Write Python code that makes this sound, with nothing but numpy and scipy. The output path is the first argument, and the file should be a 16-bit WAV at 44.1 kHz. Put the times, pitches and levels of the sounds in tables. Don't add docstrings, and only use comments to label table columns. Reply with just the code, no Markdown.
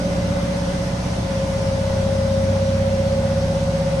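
import sys
import numpy as np
from scipy import signal
from scipy.io import wavfile
from scipy.ndimage import uniform_filter1d

SR = 44100
rng = np.random.default_rng(int(sys.argv[2]) if len(sys.argv) > 2 else 0)


def output_pcm(signal):
    pcm = np.clip(np.atleast_2d(signal).T, -1, 1) * 32767
    wavfile.write(sys.argv[1], SR, np.round(pcm).astype(np.int16))


N = 176400

SHAFT_HZ, TEETH = 15.956, 34
DRIFT_HZ = .48


def amp(db):
    return 10 ** (np.asarray(db) / 20)


def unit_rms(x):
    return x / np.sqrt(np.mean(abs(x) ** 2) + 1e-20)


def at_pitch(points, hz):
    f, value = np.transpose(points)
    return np.interp(np.log(hz + 1), np.log(f + 1), value)


def at_time(points, t):
    times, *columns = np.transpose(points)
    return np.array([np.interp(t, times, column) for column in columns])


def wander(rate_hz):
    f = np.fft.fftfreq(4096, 1 / 400)
    phases = np.exp(2j * np.pi * rng.random(len(f)))
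    wobble = np.fft.ifft(phases / np.sqrt(1 + (f / rate_hz) ** 6))
    return np.interp(np.arange(N) / SR, np.arange(len(f)) / 400, unit_rms(wobble))


def stereo(middle, spread, hz):
    # f/Hz, likeness (1 = the same)
    likeness = [(30, .999), (70, .992), (120, .93), (250, .89), (500, .55), (1000, .03), (2000, .0),
                (5000, .08), (8500, .8), (12000, .72)]
    same = at_pitch(likeness, hz)
    side = np.sqrt((1 - same) / (1 + same)) * spread
    return np.array([middle + side, middle - side])


def roar():
    # f/Hz, level/dB per Hz
    spectrum = [(15, -70), (30, -49), (60, -63.5), (80, -59.5), (100, -46), (140, -58.5), (200, -58.5),
                (260, -59), (320, -65.5), (400, -63), (480, -64.5), (550, -59.5), (640, -65.5), (800, -65),
                (1000, -68), (1250, -71.5), (1800, -74.5), (2700, -77), (4500, -78), (6000, -77),
                (7200, -86), (8800, -85.5), (11000, -92.5), (12800, -102)]
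    # f/Hz, left minus right/dB
    balance = [(500, -1), (2500, -0.5), (4500, -0.5), (6000, 2), (7200, 2.5), (8700, -9.5), (11000, -4.5),
               (12500, -3.5)]
    # t/s, level/dB
    hiss = [(0, -0.1), (1.3, .5), (2.4, -.5), (3.2, -0.7), (4, 0)]
    size, hop = 2048, 512
    frames, hz = N // hop + 5, np.fft.rfftfreq(size, 1 / SR)
    t = np.arange(frames) * hop / SR
    noise = rng.standard_normal((2, (frames - 1) * hop))
    middle, spread = signal.stft(noise, nperseg=size, noverlap=size - hop)[2].transpose(0, 2, 1)
    flicker = uniform_filter1d(rng.standard_normal(middle.shape), size=6, axis=0)
    flicker_db = unit_rms(uniform_filter1d(flicker, size=24, axis=1))
    swell_db = .15 * unit_rms(uniform_filter1d(rng.standard_normal((frames, 1)), size=30, axis=0))
    treble = hz / (hz + 1500)
    db = at_pitch(spectrum, hz) + flicker_db + swell_db + treble * at_time(hiss, t).T
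    ear_db = np.array([.5, -.5])[:, None, None] * at_pitch(balance, hz)
    shaped = stereo(middle, spread, hz) * amp(db + ear_db)
    sound = signal.istft(shaped.transpose(0, 2, 1), nperseg=size, noverlap=size - hop)[1]
    return np.sqrt(SR / 2) * sound[:, :N]


def motors():
    # f/Hz, starting level/dB, final level/dB
    tones = [(1474, -50, -53.5), (2036, -50, -55.5), (2123, -52, -62), (7700, -72, -70)]
    settle_s = .48
    t, out = np.arange(N) / SR, np.zeros((2, N))
    for hz, start_db, final_db in tones:
        waver = stereo(wander(rate_hz=10), wander(rate_hz=10), hz)
        db = final_db + (start_db - final_db) * np.exp(-t / settle_s)
        out += np.sqrt(2) * amp(db) * (waver * np.exp(2j * np.pi * hz * t)).real
    return out


def shaft_turns():
    first_throb_s = .053
    return SHAFT_HZ * (np.arange(N) / SR - first_throb_s) + .0005 * wander(rate_hz=2).real


def shaft_throb(turns):
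    swelling = { 6: [(0, -46), (.2, -32), (.3, -25), (.43, -33.5), (1.1, -35), (1.6, -29), (2, -24),
                (2.6, -23.5), (3.5, -27.5), (4, -37)], 9: [(0, -48), (.7, -38), (1, -40), (1.7, -35.5),
                (2.4, -35), (4, -59)], 10: [(0, -34.5), (1.2, -36), (1.7, -32.5), (2.4, -33), (3.2, -29),
                (3.55, -27.5), (4, -25.5)], 11: [(0, -26), (.65, -28), (1.1, -30.5), (1.8, -34), (3, -35),
                (3.55, -30.5), (4, -29.5)], 12: [(0, -31), (.9, -34.5), (1.6, -32.5), (3, -31), (3.55, -37),
                (4, -43)], 13: [(0, -43), (.5, -47), (1.4, -39.5), (2.8, -36.5), (4, -52)], 14: [(0, -36),
                (.45, -34.5), (1, -46), (1.6, -40), (2.3, -33.5), (3.2, -31), (4, -37)], 18: [(0, -36.5),
                (.7, -38.5), (1.5, -44.5), (2, -56), (2.8, -49), (4, -59)], 39: [(0, -41), (.6, -55),
                (1.3, -49), (1.7, -40.5), (2.7, -44), (3.3, -54), (4, -49)], 42: [(0, -48), (1.2, -43),
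                (1.8, -56), (2.8, -50), (3.3, -46), (4, -51)], 45: [(0, -49), (1.6, -51), (2, -49),
                (2.4, -53.5), (3.2, -46), (4, -45)], 48: [(0, -53), (.6, -54), (1.2, -48), (2.6, -57),
                (3.4, -43.5), (4, -52)], }
    # multiple of the shaft rate, level/dB
    steady = [(2, -50), (2.5, -58), (4, -31), (5, -47.5), (7, -34), (7.5, -43.5), (8, -38.5), (12.5, -54),
              (13.5, -46.5), (14.5, -48.5), (15, -47.5), (16, -50), (17, -47), (34.5, -45.5), (53, -51.5),
              (56, -48.5), (64, -54.5)]
    boom_lag_s, boom_below_hz = .01593, 138.7
    ring_lag_s, ring_above_hz = .02, 185.1
    knock_turns, gain_db = -.0594, -.24
    t, out = np.arange(N) / SR, np.zeros((2, N))
    tones = [(multiple, at_time(curve, t)[0], .3) for multiple, curve in swelling.items()]
    tones += [(multiple, db, 1) for multiple, db in steady]
    for multiple, db, drift_scale in tones:
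        hz = multiple * SHAFT_HZ
        drift = min(drift_scale * .506 * hz / 500, .9)
        middle = np.sqrt(1 - drift ** 2) + drift * wander(DRIFT_HZ)
        ears = stereo(middle, .35 * wander(DRIFT_HZ), hz)
        smear_rad = 1.05 * max(hz / 200, .6) * rng.standard_normal()
        lag_cycles = boom_lag_s * min(hz, boom_below_hz) + ring_lag_s * max(hz - ring_above_hz, 0)
        phase = 2 * np.pi * (multiple * (turns - knock_turns) - lag_cycles) + smear_rad
        out += np.sqrt(2) * amp(db) * (ears * np.exp(1j * phase)).real
    return amp(gain_db) * out


def gear_whine(turns):
    # t/s, left level/dB, right level/dB
    levels = [(0, -31, -28.5), (.3, -32, -29), (.57, -29.5, -34), (.85, -33, -29.5), (.98, -51, -33.5),
              (1.13, -31, -42), (1.26, -28.5, -35), (1.3, -25.5, -31.5), (1.38, -25, -28),
              (1.7, -24, -26.5), (2, -23, -27.5), (2.33, -20.5, -25), (2.72, -24, -22.5), (3.1, -23.5, -22),
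              (3.6, -26, -25.5), (4, -24, -25.5)]
    # t/s, phase/rad
    left_lead = [(0, -0.14), (.4, 1.4), (.8, 0.92), (1.05, -2), (1.4, 0.21), (2, 0.62), (3.15, 0.76),
                 (4, -0.69)]
    # t/s, position/turns
    beat_position = [(0, -0.17), (.6, 0.17), (1, 0.11), (1.3, -.22), (2.2, -0.21), (2.8, -.12),
                     (3.5, 0.0052), (4, -0.14)]
    side_tones = { -1: [(0, -47), (.9, -43), (1.3, -49), (1.9, -44), (2.5, -47), (3.2, -38), (4, -41.5)],
                  1: [(0, -34.5), (.55, -32), (1, -37.5), (1.3, -39.5), (2.1, -40), (2.4, -44), (2.8, -34),
                  (3.2, -32.5), (4, -29.5)], 2: [(0, -32.5), (.6, -37.5), (1.25, -49), (1.6, -42),
                  (2, -38.5), (2.55, -45), (3.35, -42), (4, -53)], 3: [(0, -39), (.7, -64), (1.1, -45.5),
                  (2, -38.5), (2.8, -39.5), (3.2, -41), (3.6, -58), (4, -55)], }
    side_gain_db = 1.5
    smear_rad = -.87
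    t = np.arange(N) / SR
    tooth_phase = 2 * np.pi * TEETH * turns
    ear_phase = tooth_phase + at_time(left_lead, t) * np.array([[.5], [-.5]])
    roughness = 1 + .11 * wander(rate_hz=30)
    whine = amp(at_time(levels, t)) * np.exp(1j * ear_phase) * roughness
    beat_phase = 2 * np.pi * (turns - at_time(beat_position, t))
    for step, curve in side_tones.items():
        ears = stereo(.9, .48 * wander(DRIFT_HZ), TEETH * SHAFT_HZ)
        phase = tooth_phase + step * beat_phase + smear_rad * step ** 2
        whine += amp(side_gain_db + at_time(curve, t)) * ears * np.exp(1j * phase)
    return np.sqrt(2) * whine.real


def scene():
    turns = shaft_turns()
    return shaft_throb(turns) + gear_whine(turns) + motors() + roar()


def record(dry):
    lowpass = signal.firwin(511, cutoff=13100, window=("kaiser", 9), fs=SR)
    return signal.oaconvolve(dry, lowpass[None], "same")


dry = scene()
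out = record(dry)
output_pcm(out)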